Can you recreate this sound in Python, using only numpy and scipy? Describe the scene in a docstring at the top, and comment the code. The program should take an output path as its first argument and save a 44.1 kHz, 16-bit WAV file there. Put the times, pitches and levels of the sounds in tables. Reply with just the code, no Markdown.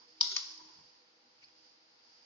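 """Pneumatic labeller, one stroke.

A part hits its stop with a sharp clack, exhaust air bursts out, and the return stroke clacks again.
Blows and air set the steel frame ringing; the workshop reverberates. Plastic bags are slid along
the belt and picked up, over a motor hum and a thin, slowly swelling hiss."""
import sys
import numpy as np
from scipy import signal
from scipy.fft import rfft, irfft
from scipy.io import wavfile
from scipy.ndimage import uniform_filter1d

SR = 44100
rng = np.random.default_rng(int(sys.argv[2]) if len(sys.argv) > 2 else 0)


def store_wav(level_fs):
    """Save 16-bit WAV to argv[1]."""
    pcm = np.round(np.clip(np.atleast_2d(level_fs), -1, 1) * 32767)
    wavfile.write(sys.argv[1], SR, pcm.T.astype(np.int16))


N = 99225
T = np.arange(N) / SR


def undb(db):
    """dB to gain."""
    return 10 ** (np.asarray(db) / 20)


def unit(x):
    """Scale to rms 1."""
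    return x / np.sqrt(np.mean(x ** 2))


def pan(db):
    """Stereo gains; db is left minus right."""
    return unit(undb(np.array([[db], [-db]]) / 2))


def on_bins(points):
    """Interpolate (f/Hz, value) rows onto the FFT bins, in log f."""
    hz, value = np.array(points, float).T
    return np.interp(np.log(np.fft.rfftfreq(N, 1 / SR) + 1), np.log(hz), value)


def through(x, response):
    """Convolve with an impulse response."""
    return signal.fftconvolve(np.atleast_2d(x), np.atleast_2d(response), axes=1)[:, :N]


def walk(rate_hz):
    """Smooth random motion, rms 1."""
    hold = int(SR / rate_hz)
    steps = np.repeat(rng.standard_normal(512), hold)[:N]
    return unit(uniform_filter1d(uniform_filter1d(steps, hold), hold))


def swell(at, length):
    """Gaussian envelope, peak 1."""
    return np.exp(-2 * ((T - at) / length) ** 2)


def decay(t60, at=0):
    """Exponential envelope, 60 dB down t60 seconds after its onset."""
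    return (T >= at) * np.exp(-np.log(1000) * np.abs(T - at) / t60)


# Left-right likeness of the sound field: f/Hz, correlation
CORRELATION = [(60, 0.98), (250, 0.76), (500, 0.28), (1000, -0.33), (2000, -0.25), (5000, 0.045)]

def noise(colour):
    """Coloured stereo noise, rms 1, near mono in the bass."""
    mid, side = rfft(rng.standard_normal((2, N)))
    correlation = np.clip(on_bins(CORRELATION), -.95, .95)
    spectrum = mid * np.sqrt(1 + correlation) + side * np.sqrt(1 - correlation) * np.array([[1], [-1]])
    return unit(irfft(spectrum * undb(on_bins(colour)), N))


def tail(t60):
    """Dense decaying stereo reflections, unit energy."""
    return unit(noise([(1, 0), (SR, 0)]) * decay(t60)) / np.sqrt(N)


def knock(colour):
    """Minimum-phase response to one blow, unit energy."""
    cepstrum = irfft(np.log(undb(on_bins(colour))), N)
    cepstrum[1:N // 2] *= 2
    cepstrum[N // 2:] = 0
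    response = irfft(np.exp(rfft(cepstrum)), N)[:1024]
    return response / np.linalg.norm(response)


def impact(contacts, colour, left_lag_s=.00038, scatter_db=-2):
    """One knock per contact, arriving later on the left, plus scatter off nearby machine parts."""
    blows = np.zeros((2, N))
    for at, db, pan_db in contacts:
        left, right = undb(db) * pan(pan_db)[:, 0]
        blows[0, int((at + left_lag_s) * SR)] += left
        blows[1, int(at * SR)] += right
    direct = through(blows, knock(colour))
    return direct + undb(scatter_db) * through(direct, tail(t60=.02))


# Workshop noise spectrum: f/Hz, level/dB
SHOP_SPECTRUM = [(18, -42.5), (30, -28.5), (49, -29.5), (77, -27.5), (253, -7.5), (429, -7), (492, -1.5),
                 (552, -10.5), (814, -3.5), (1290, -6.5), (1410, -6), (1580, -7), (3450, -9), (4760, -1.5),
                 (7190, -22), (9350, -50), (15800, -120)]
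SHOP_DB, SHOP_PAN_DB = -68, -.5

def shop():
    """Steady workshop noise."""
    return noise(SHOP_SPECTRUM) * undb(SHOP_DB) * pan(SHOP_PAN_DB)


# Hiss envelope: t/s, level/dB
HISS_ENVELOPE = [(0, -64), (.12, -62.5), (.2, -64), (.75, -60.5), (.95, -66), (1.15, -75.5), (1.4, -68.5),
                 (1.55, -66.5), (1.66, -62.5), (1.8, -71), (2.0, -70), (2.12, -62.5), (2.25, -64.5)]
# Hiss spectrum: f/Hz, level/dB
HISS_SPECTRUM = [(1000, -22.5), (3000, -14.5), (4100, -15), (4600, -1), (4950, 0.5), (5500, -9),
                 (6500, -19), (8000, -32)]

def hiss(flicker_db=.73):
    """Thin hiss that swells slowly and flickers slightly."""
    level_db = np.interp(T, *np.array(HISS_ENVELOPE).T) - flicker_db * walk(42)
    return noise(HISS_SPECTRUM) * undb(level_db) * pan(-2.5)


def drifting_tone(hz, drift=.004):
    """Sine with a random relative drift in pitch."""
    pitch_hz = hz * (1 + drift * walk(25.16))
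    return np.sin(2 * np.pi * np.cumsum(pitch_hz) / SR)


# Motor lines: f/Hz, level/dB, pan/dB
HUM_LINES = [(122, -100, 3.5), (241, -92, -4), (319, -87, -0.5), (499, -83.5, 10), (623, -90.5, -2),
             (815, -86.5, -1.5), (947, -88, -10)]
# Brief hum tones: t/s, length/s, level/dB, f/Hz
HUM_TONES = [(0.099, 0.044, -71, 487), (0.2, .2, -76, 316), (0.247, .02, -70, 390), (0.334, .028, -62, 388),
             (0.55, .2, -73.5, 316), (0.655, 0.06, -68, 316), (1.028, 0.036, -73.5, 495),
             (1.269, 0.038, -79.5, 248), (1.695, 0.26, -81, 316)]

def motor(waver_db=2):
    """Motor hum: wavering lines and brief tonal swells."""
    hum = np.zeros((2, N))
    for hz, db, pan_db in HUM_LINES:
        line = drifting_tone(hz) * undb(waver_db * walk(8.5))
        hum += unit(line) * undb(db) * pan(pan_db)
    for at, length, db, hz in HUM_TONES:
        hum += unit(drifting_tone(hz)) * swell(at, length) * undb(db) * pan(SHOP_PAN_DB)
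    return hum


# Pats: t/s, length/s, level/dB, f/Hz
BAG_PATS = [(0.647, 0.032, -72.5, 198), (0.788, 0.048, -75.5, 147), (0.822, 0.081, -80, 146),
            (1.432, 0.13, -86, 126)]

def pats():
    """A hand pats the bags: soft swells of low noise."""
    thuds = np.zeros((2, N))
    for at, length, db, hz in BAG_PATS:
        colour = [(hz / 4, -25), (hz, 0), (hz * 2, -20), (hz * 10, -70)]
        thuds += noise(colour) * swell(at, length) * undb(db)
    return thuds


# Slides: t/s, length/s, level/dB, pan/dB
BAG_SLIDES = [(0.025, .05, -66, -5), (0.52, .035, -62, -10), (0.615, 0.04, -59, -13),
              (0.695, 0.05, -61, -17), (0.79, 0.11, -70, -10), (0.95, 0.08, -78, 5)]
# Friction spectrum: f/Hz, level/dB
SLIDE_SPECTRUM = [(200, -22.5), (330, 0.5), (600, -13), (800, -5), (980, 11), (1200, -7.5), (1600, -9),
                  (3000, -25), (7000, -54.5)]

def slides(roughness_db=2.4):
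    """Bags rub unevenly along the belt."""
    friction = noise(SLIDE_SPECTRUM) * undb(roughness_db * walk(48.03))
    return sum(friction * swell(at, length) * undb(db) * pan(pan_db)
               for at, length, db, pan_db in BAG_SLIDES)


# Rustles: t/s, length/s, level/dB
BAG_RUSTLES = [(1.428, .02, -68), (1.47, .04, -70)]
# Rustle spectrum: f/Hz, level/dB
RUSTLE_SPECTRUM = [(300, -27), (1500, -17), (2400, 3), (3200, -13), (5000, -3), (7000, -20)]

def rustles(grain_db=5):
    """A gripped bag gives swells of grainy noise."""
    grains = noise(RUSTLE_SPECTRUM) * unit(undb(grain_db * walk(220)))
    return sum(grains * swell(at, length) * undb(db) for at, length, db in BAG_RUSTLES)


# Crinkles: t/s, energy/dB, pan/dB, t60/s
BAG_CRINKLES = [(0.506, -19, -18, 0.1), (0.545, -29, -8, 0.094), (0.577, -26, -13.5, 0.036),
                (0.742, -32, -19, 0.065), (0.808, -35, -5, .05), (1.444, -34, -6, 0.14)]
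# Crinkle spectrum: f/Hz, level/dB
CRINKLE_SPECTRUM = [(300, -33), (1500, -14), (3500, -24), (4500, -1.5), (5200, 11), (6000, -38),
                    (8000, -16.5)]

def crinkles():
    """Plastic crinkles in sudden, fast-fading bursts of bright noise."""
    plastic = noise(CRINKLE_SPECTRUM)
    return sum(plastic * unit(decay(t60, at)) / np.sqrt(N) * undb(db) * pan(pan_db)
               for at, db, pan_db, t60 in BAG_CRINKLES)


# Fingertip contact: t/s, level/dB, pan/dB
TICK_CONTACT = [(1.4394, -30.5, -4)]
# Tick spectrum: f/Hz, level/dB
TICK_SPECTRUM = [(200, -48), (1500, -36), (2400, -29), (3900, -27), (4250, -16), (4450, 1), (4700, -18),
                 (5100, -19), (6000, -32), (8000, -42)]

def fingertip():
    """A fingertip ticks once on a bag."""
    return impact(TICK_CONTACT, TICK_SPECTRUM)


def room(x, crossover_hz=2000, wet_db=-7):
    """Reverberation of the hard workshop, slightly longer in the treble."""
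    low = signal.sosfilt(signal.butter(2, crossover_hz, fs=SR, output="sos"), x)
    high = signal.sosfilt(signal.butter(2, crossover_hz, "high", fs=SR, output="sos"), x)
    wet = through(low, tail(t60=.78)) + through(high, tail(t60=.81))
    return undb(wet_db) * wet * pan(-2.5)


# Steel frame modes: f/Hz, level/dB, t60/s, pan/dB
FRAME_MODES = [(315, -48, 1.6, -2), (392, -47, .4, -3), (940, -40, .12, -6), (2795, -37, .4, 0),
               (3418, -30, .3, 2), (3727, -28, .3, 2), (3826, -25, .5, 2), (4007, -27, .3, 2),
               (4300, -24, .45, 2), (4580, -21, .45, 2), (4662, -16, .5, 2), (4797, -21, .4, 2),
               (4834, -20, .55, 0), (4725, -22, .5, 2), (4950, -21, .6, 0), (5092, -22, .7, -4),
               (5211, -20, .55, 0), (5275, -18, .55, -4), (5590, -22, .45, -2), (5730, -21.5, .45, 0),
               (6128, -28, .45, 0)]

def frame(air_drive_db=-1, blow_drive_db=1, low_cut_hz=214):
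    """The rush of air and the hardest contact of each clack ring the steel frame."""
    drive = undb(air_drive_db) * air_envelope() * rng.standard_normal((2, N))
    for contacts in (OUT_CONTACTS, RETURN_CONTACTS):
        at, blow_db, _ = max(contacts, key=lambda row: row[1])
        drive[:, int(at * SR)] += undb(blow_drive_db + blow_db)
    modes = np.zeros((2, N))
    for hz, db, t60, pan_db in FRAME_MODES:
        ring = np.cos(2 * np.pi * hz * T) * decay(t60)
        modes += undb(db) * pan(pan_db) * unit(ring) / np.sqrt(N)
    low_cut = signal.butter(4, low_cut_hz, "high", fs=SR, output="sos")
    return signal.sosfilt(low_cut, through(drive, modes))


AIR_START_S, AIR_STOP_S, AIR_ATTACK_S, AIR_RELEASE_S = .214, .39, .002, .032
AIR_DB, AIR_SAG_DB_PER_S, AIR_SURGE_DB = -40.3, -11, 5

def air_envelope():
    """The exhaust opens, sags as pressure falls, surges as the piston runs home, then shuts."""
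    opening = np.clip((T - AIR_START_S) / AIR_ATTACK_S, 0, 1)
    closing = np.exp(-np.maximum(T - AIR_STOP_S, 0) / AIR_RELEASE_S)
    sag_db = AIR_SAG_DB_PER_S * (T - AIR_START_S)
    surge_db = AIR_SURGE_DB * swell(at=.348, length=.02)
    return opening * closing * undb(AIR_DB + sag_db + surge_db)


# Air jet spectrum: f/Hz, level/dB
JET_SPECTRUM = [(88, -77), (150, -45), (306, -18), (466, -25), (966, -20.5), (1210, -36), (1400, -14.5),
                (1880, -21.5), (2070, -15), (2630, -17), (3000, -7), (4640, 0.5), (5640, -1), (7190, -18),
                (9350, -51), (15800, -120)]

def exhaust(flutter_db=2.4, housing_t60_s=.03):
    """A fluttering air jet, coloured by reflections inside the machine."""
    jet = unit(noise(JET_SPECTRUM)[0]) * air_envelope() * undb(flutter_db * walk(119.04))
    return through(jet, tail(housing_t60_s)) * pan(-.5)


# Contacts, outward and return: t/s, level/dB, pan/dB
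OUT_CONTACTS = [(0.2052, -24.5, 5.5), (0.2076, -21, 6), (0.2097, -1, 2.5), (0.2104, -3.5, 5.5),
                (0.2110, 1.5, 10.5), (0.2126, -3, 0), (0.2140, -3, 5), (0.2284, -14, 8), (0.2298, -14, 8),
                (0.2336, -15, 6.5)]
RETURN_CONTACTS = [(0.3612, -24, 1), (0.3636, -16, 2), (0.3648, -2.5, 7), (0.3675, -6.5, 2),
                   (0.3775, -19, 3), (0.3816, -20, 3)]
# Clack spectra, outward and return: f/Hz, level/dB
OUT_SPECTRUM = [(88, -90), (150, -62), (634, -36), (782, -24.5), (920, -4), (1400, -22.5), (1650, -42),
                (2170, -28), (2590, -26.5), (2770, -25), (3050, -12.5), (3400, -3), (4010, -8), (4870, 1),
                (5550, -1.5), (6630, -25), (7190, -29), (9350, -22), (14500, -19), (16500, -60.5)]
RETURN_SPECTRUM = [(88, -66.5), (150, -36.5), (337, -25), (655, -33.5), (821, -15), (1150, -2), (1400, -16),
                   (1750, -21), (2070, -11), (2720, -17), (3000, -9.5), (3580, -22.5), (4720, 4.5),
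                   (5730, -3), (6120, -10), (6850, -14.5), (7190, -17), (9350, -38), (15800, -120)]

def clacks():
    """The moving part hits its stop and chatters, once at each end of travel."""
    return impact(OUT_CONTACTS, OUT_SPECTRUM) + impact(RETURN_CONTACTS, RETURN_SPECTRUM)


# Stereo balance of the stroke: f/Hz, pan/dB
STROKE_PAN = [(200, -13.5), (400, -20), (600, -4), (900, -19), (1300, -2), (3000, -0.5), (4500, 2),
              (5200, -5), (6500, 1)]

def stroke():
    """Clacks and exhaust, each frequency leaning left or right at constant power."""
    pan_db = on_bins(STROKE_PAN)
    gains = undb(np.array([pan_db, -pan_db]) / 2)
    gains /= np.sqrt(np.mean(gains ** 2, axis=0))
    return irfft(rfft(clacks() + exhaust()) * gains, N)


def scene():
    """One stroke with room and frame ringing, over bags and background."""
    direct = stroke()
    labeller = direct + room(direct) + frame()
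    bags = pats() + slides() + rustles() + crinkles() + fingertip()
    background = shop() + hiss() + motor()
    return background + bags + labeller


def record(dry, ceiling=.48, top_hz=7020):
    """Soft peak limiting, then a steep low-pass."""
    limited = ceiling * np.tanh(dry / ceiling)
    return signal.sosfilt(signal.ellip(8, .3, 54, top_hz, fs=SR, output="sos"), limited)


dry = scene()
out = record(dry)
store_wav(out)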